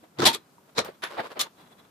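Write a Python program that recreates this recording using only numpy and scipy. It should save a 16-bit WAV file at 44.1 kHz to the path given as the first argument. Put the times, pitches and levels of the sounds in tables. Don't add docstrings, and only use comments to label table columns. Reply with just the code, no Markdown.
import sys
import numpy as np
from scipy import signal
from scipy.fft import rfft, irfft
from scipy.io import wavfile

SR = 44100
rng = np.random.default_rng(int(sys.argv[2]) if len(sys.argv) > 2 else 0)


def nominal_scale(level):
    x = np.asarray(level, float) / 20
    return 10 ** x


def dump(signal):
    limited = np.clip(np.atleast_2d(signal).T, -1, 1)
    pcm = np.round(limited * 32767).astype(np.int16)
    wavfile.write(sys.argv[1], SR, pcm)


N = 83790
TIME_S = np.arange(N) / SR
HZ = np.arange(N // 2 + 1) * SR / N + 1e-3



def curve(table, column=1):
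    table = np.array(table, float)
    return np.interp(np.log(HZ), np.log(table[:, 0]), table[:, column])


def swell(rows, slower, crack_db, touch_s):
    crack_s = 0.00064
    power = 0
    for start_s, rise_s, db, step_db, t60_s in rows:
        age = TIME_S - start_s
        rising_db = step_db * (1 - age.clip(0) / rise_s)
        falling_db = -60 * (age - rise_s) / (t60_s * slower)
        shape_db = np.where(age < rise_s, rising_db, falling_db)
        touch_crack = (age >= 0) * np.exp(-abs(age) / crack_s)
        crest_crack = np.exp(-abs(age - rise_s) / crack_s)
        onset = np.exp(age.clip(None, 0) / touch_s)
        cracks = 1 + nominal_scale(2 * crack_db) * (touch_crack + crest_crack)
        power = power + onset * nominal_scale(2 * (db + shape_db)) * cracks
    return np.sqrt(power)


def struck(rows, tone, ring, ring_db, bass_slower, grit_db, crack_db, touch_s=.0001):
    narrowest_hz, split_hz = 80, 2100
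    hits = rng.standard_normal((3, N)) * nominal_scale(grit_db * rng.exponential(size=N).clip(0, 4))
    hits /= hits.std()
    body = nominal_scale(curve(tone))
    for hz, width_hz, db in ring:
        body = body + nominal_scale(db + ring_db) / (1 + 2j * (HZ - hz) / max(width_hz, narrowest_hz))
    body = body / np.sqrt(np.mean(abs(body) ** 2))
    bass = rfft(hits * swell(rows, bass_slower, crack_db - 9.0, touch_s))
    treble = rfft(hits * swell(rows, 1, crack_db, touch_s))
    low = 1 / (1 + (HZ / split_hz) ** 2)
    return body * (low * bass + (1 - low) * treble)


SNAP = [
    (.2548, 0.017, -10.5, -3.5, 0.092),
]
SNAP_TONE = [(18, -52.5), (30, -29.5), (787, -6), (1440, -5), (3400, -5.5), (5450, -6), (12300, -11.5),
             (14300, -23.5), (15500, -49)]
SNAP_RING = [(370, 40, -14.5), (773, 50, -13.5), (1040, 50, -18), (2550, 20, -9), (3333, 41, -2),
             (3640, 200, -3), (3900, 38, -3.5), (4160, 183, -4), (4660, 86, -8.5), (7700, 35, -13.5),
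             (10600, 400, -22.5), (11840, 79.3, -19)]


def snap():
    return struck(SNAP, SNAP_TONE, SNAP_RING, ring_db=7.0, bass_slower=1.9, grit_db=3.5,
                  crack_db=-0.5, touch_s=0.00086)


REBOUND = [
    (.330, 0.019, -29, -6.5, 0.062),
]


def rebound():
    return struck(REBOUND, SNAP_TONE, SNAP_RING, ring_db=3.5, bass_slower=1.74, grit_db=-0.5, crack_db=6.5)


PRESS = [
    (.187, 0.017, -26, -6, 0.23),
    (.219, 0.022, -23.5, 2, 0.22),
]
PRESS_TONE = [(24, -61), (40, -39), (136, 2.5), (621, -12), (1310, -12.5), (2270, -18), (6010, -20.5),
              (15500, -54)]
PRESS_RING = [(346, 80, -3.5), (1164, 520, -14.5), (3550, 330, -18.5)]


def press():
    return struck(PRESS, PRESS_TONE, PRESS_RING, ring_db=3.5, bass_slower=1.2, grit_db=5.0, crack_db=9)


SLAP = [
    (1.393, 0.022, -23, -5.5, 0.073),
]
SLAP_TONE = [(59, -53.5), (100, -16.5), (1210, -5.5), (2690, -3.5), (3540, -2), (12600, -9.5), (14500, -12),
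             (15500, -40)]
SLAP_RING = [(1210, 93, -11), (3180, 138, -13), (3550, 64, 1.5), (4220, 77, -1), (5530, 120, -12),
             (6710, 150, -4), (12100, 130, -18)]


def slap():
    return struck(SLAP, SLAP_TONE, SLAP_RING, ring_db=3.5, bass_slower=2.04, grit_db=1.5, crack_db=5.5)


DROP = [
    (.751, 0.0273, -29.5, -26, 0.041),
    (.7815, 0.01, -21, -2, 0.091),
]
DROP_TONE = [(24, -50), (40, -12), (461, -2), (2270, -11), (2840, -17.5), (3930, -10), (11800, -30.5),
             (15500, -47)]
DROP_RING = [(478, 50, -22.5), (1240, 52, -14), (1820, 55, -18), (4010, 200, -5), (3760, 44, -10.5),
             (5300, 130, -16)]


def drop():
    return struck(DROP, DROP_TONE, DROP_RING, ring_db=-2.5, bass_slower=1.44, grit_db=2.5, crack_db=11.0)


LIFT = [
    (1.0215, 0.018, -28, -15.5, .12),
    (1.06, 0.014, -43.5, -21.5, 0.16),
]
LIFT_TONE = [(59, -63), (100, -35), (362, -5.5), (497, -9), (1620, 0.5), (7410, -21.5), (10600, -42),
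             (15500, -46.5)]
LIFT_RING = [(1430, 390, -11), (2910, 82, -23), (3500, 430, -7.5), (10350, 690, -14), (13500, 200, -24)]


def lift():
    return struck(LIFT, LIFT_TONE, LIFT_RING, ring_db=-1.5, bass_slower=1.28, grit_db=2.0, crack_db=5)


THUD = [
    (.025, 0.016, -51, -14, 0.12),
    (.176, 0.0099, -45.5, -4, 0.05),
    (.885, 0.0023, -41, 2, 0.108),
    (1.176, 0.0265, -26, -9.5, 0.09),
    (1.360, 0.013, -36, -9, 0.21),
]
THUD_TONE = [(50, -57.5), (180, -17), (650, 0), (2000, -12), (4500, -21), (6000, -40.5), (15000, -42)]
THUD_RING = [(304.2, 50, -4.5), (479, 50, -17.5), (678, 94, -1)]


def thud():
    return struck(THUD, THUD_TONE, THUD_RING, ring_db=-7.5, bass_slower=0.93, grit_db=3.5,
                  crack_db=-8, touch_s=0.0024)


KNOCK = [
    (.692, 0.0064, -55.5, -2, 0.029),
    (.846, 0.014, -40, -5.5, 0.19),
    (1.108, 0.043, -42, 1.5, 0.6),
    (1.236, 0.027, -36.5, -5, 0.093),
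    (1.302, 0.017, -39.5, -8, 0.11),
    (1.445, 0.024, -47.5, -0.5, 0.058),
]
KNOCK_TONE = [(80, -33.5), (450, 1), (1100, -7), (4500, -16.5), (6000, -27), (14500, -33)]
KNOCK_RING = [(557, 31, -9), (1060, 220, -2.5), (1480, 130, -4)]


def knock():
    return struck(KNOCK, KNOCK_TONE, KNOCK_RING, ring_db=-4.5, bass_slower=0.89, grit_db=7.0,
                  crack_db=-20, touch_s=0.0045)


TINKLE = [
    (.846, 0.0031, -39.5, -7, 0.13),
]
TINKLE_TONE = [(1000, 14.5), (4000, 5), (15000, -13.5)]
TINKLE_RING = [(9000, 172, 1), (14000, 730, -4)]


def tinkle():
    return struck(TINKLE, TINKLE_TONE, TINKLE_RING, ring_db=8.5, bass_slower=2.0, grit_db=3.0, crack_db=6.5)


SCUFF = [
    (.945, 0.011, -59.5, 1, 0.035),
    (1.585, 0.0303, -53, -2.5, 0.16),
    (1.66, 0.016, -59, -4, 0.023),
    (1.718, 0.011, -56, -0.5, 0.044),
    (1.788, 0.0117, -53.5, -2.5, 0.064),
    (1.845, 0.0069, -59, -6.5, 0.039),
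]
SCUFF_TONE = [(1000, 9.5), (2200, 1.5), (3600, -6), (6000, -12)]
SCUFF_RING = [(3430, 91, 6.3), (3900, 120, 1.8)]


def scuff():
    return struck(SCUFF, SCUFF_TONE, SCUFF_RING, ring_db=3.5, bass_slower=4.5, grit_db=2.0,
                  crack_db=1, touch_s=0.0069)


# t/s, f/Hz, level/dB, T60/s
TAPS = [(.197, 350, -17.5, .08), (.2435, 3000, -26, .02), (.781, 4100, -20, 0.036),
        (.7815, 6800, -26, .008), (0.19, 1000, -29, 0.01), (.2205, 4200, -28, 0.0099),
        (.2205, 1310, -20, .06), (.231, 370, -19.5, 0.049), (.2655, 3800, -19, .02),
        (.2695, 3300, -12, 0.011), (0.2729, 680, -18, 0.03), (.277, 3400, -19, 0.025),
        (.2545, 4000, -16, 0.037), (.2365, 5200, -31, 0.0079), (.287, 3200, -17, 0.027),
        (.3465, 4044, -21.5, 0.007), (.784, 1210, -19.5, .012), (.784, 2270, -23, 0.0078),
        (.7785, 253, -29, 0.026), (.784, 480, -18.5, 0.025), (0.79, 453, -15.5, 0.021),
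        (0.78, 1800, -25, 0.0034), (0.8, 610, -24, 0.024), (0.84, 1180, -36, .02), (.862, 1220, -39, .02),
        (0.87, 533, -36, .03), (.889, 434, -26.5, 0.021), (.9, 530, -32.5, 0.018), (.858, 830, -38, 0.015),
        (1.036, 1490, -20.5, 0.0079), (1.038, 4500, -28, 0.0066), (1.031, 3700, -37, 0.022),
        (1.042, 1300, -30.5, 0.024), (1.194, 1900, -26, 0.018), (1.202, 1670, -23, 0.014),
        (1.1875, 1120, -29, 0.013), (1.17, 1120, -29, 0.014), (1.183, 640, -21, 0.011),
        (1.196, 540, -20.5, 0.0074), (1.186, 990, -24, 0.0084), (1.3989, 3720, -24.5, 0.024),
        (1.2555, 1010, -32, 0.028), (1.404, 3440, -27, 0.068), (1.4099, 5400, -16, 0.0064),
        (1.4145, 3600, -26, 0.02), (1.037, 10500, -45, 0.078), (1.396, 1177, -33, 0.15),
        (1.414, 3880, -28, 0.064)]


def taps():
    out, bass_cut_hz = 0, 250
    for start_s, hz, db, t60_s in TAPS:
        age = (TIME_S - start_s).clip(0)
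        out = out + nominal_scale(db - 60 * age / t60_s) * np.sin(2 * np.pi * hz * age)
    return rfft(out) / (1 - 1j * bass_cut_hz / HZ)


# t/s, held/s, f/Hz, level/dB, T60/s
SING = [
    (.030, .024, 310, -52, .3),
    (.2337, .001, 520, -13, .012),
    (.255, .008, 4220, -19, .08),
    (.277, .047, 915, -22, .24),
    (.36, .09, 4000, -68, .6),
    (.582, .02, 950, -46, .035),
    (.894, .008, 480, -41, .05),
    (1.2015, .002, 620, -19, .015),
    (1.398, .034, 3630, -31, .14),
    (1.458, .025, 900, -48, .2),
]


def singing():
    out, rise_s, damping_s = 0, .0005, .005
    for start_s, held_s, hz, db, t60_s in SING:
        age = TIME_S - start_s
        gate = np.clip(age / rise_s, 0, 1) * np.clip((held_s - age) / damping_s + 1, 0, 1)
        out = out + gate * nominal_scale(db - 60 * age.clip(0) / t60_s) * np.sin(2 * np.pi * hz * age)
    return rfft(out)


# t/s, held/s, start f/Hz, end f/Hz, level/dB
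CLIMB = [
    (.248, .034, 710, 830, -22),
    (.266, .02, 570, 670, -27),
    (.254, .016, 1070, 1040, -34),
    (.345, .022, 350, 490, -38),
    (.340, .032, 1190, 1200, -40),
    (.252, .04, 48, 36, -33),
]


def bending():
    out = 0
    for start_s, held_s, hz, end_hz, db in CLIMB:
        age = (TIME_S - start_s).clip(0, held_s)
        cycles = age * (hz + (end_hz - hz) * age / held_s / 2)
        out = out + nominal_scale(db) * np.sin(np.pi * age / held_s) * np.sin(2 * np.pi * cycles)
    return rfft(out)


def room(near):
    level_db, t60_s = -35.5, 0.13
    tail = rng.standard_normal((3, N)) * nominal_scale(-60 * TIME_S / t60_s)
    return near[0] * rfft(tail / np.sqrt(np.sum(tail[0] ** 2))) * nominal_scale(level_db)


# f/Hz, density/dB per Hz
AIR = [(18, -40.5), (30, -23.5), (160, 1), (410, -7.5), (1510, -13.5), (1820, -20), (12600, -27),
       (14300, -23), (15500, -58.5)]


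def air():
    level_db, late_db, late_s = -59.5, 0.5, 0.89
    out = 0
    noise = rfft(rng.standard_normal((3, N))) * nominal_scale(curve(AIR))
    for octave in range(5, 15):
        band = irfft(noise * np.clip(1 - abs(np.log2(HZ) - octave), 0, 1), N)
        flicker_db = np.interp(TIME_S, np.arange(40) / 20, rng.standard_normal(40))
        out = out + band * nominal_scale(flicker_db)
    return rfft(out / out.std() * nominal_scale(level_db + late_db * (TIME_S > late_s)))


# f/Hz, shared part/0-1
PORTS = [(60, .92), (330, .88), (640, .3), (1400, .05), (3100, .25), (8000, .03)]
# f/Hz, left re right/dB
LEFT_DB = [(250, -0.5), (600, 1), (3000, 0), (10000, 3.5)]


def ports(spectra):
    share = np.clip(curve(PORTS), 0, 1)
    both = np.sqrt(share) * spectra[0] + np.sqrt(1 - share) * spectra[1:]
    return irfft(both * nominal_scale(np.array([[.5], [-.5]]) * curve(LEFT_DB)), N)


def scene():
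    contacts = (press() + snap() + drop() + tinkle() + lift()
               + thud() + knock() + slap() + scuff() + rebound())
    port_turn_rad = 0.88
    turn = np.exp(1j * port_turn_rad * np.array([[0], [1], [-1]]))
    near = contacts + (singing() + taps() + bending()) * turn
    return ports(near + room(near) + air())


def low_pass(x):
    return signal.sosfilt(signal.butter(12, 15950, fs=SR, output="sos"), x)


def record(dry):
    bass_cut_hz, top_hz, top_db = 76.5, 14750, -24.5
    rounded = .9 * np.tanh(dry / .9)
    top_cut = 1 - (1 - nominal_scale(top_db)) / (1 + np.exp(-((HZ - top_hz) / 40).clip(-50, 50)))
    thin_bass = 1 / (1 + (bass_cut_hz / HZ) ** 2)
    return low_pass(irfft(rfft(rounded) * top_cut * thin_bass, N))


dry = scene()
out = record(dry)
dump(out)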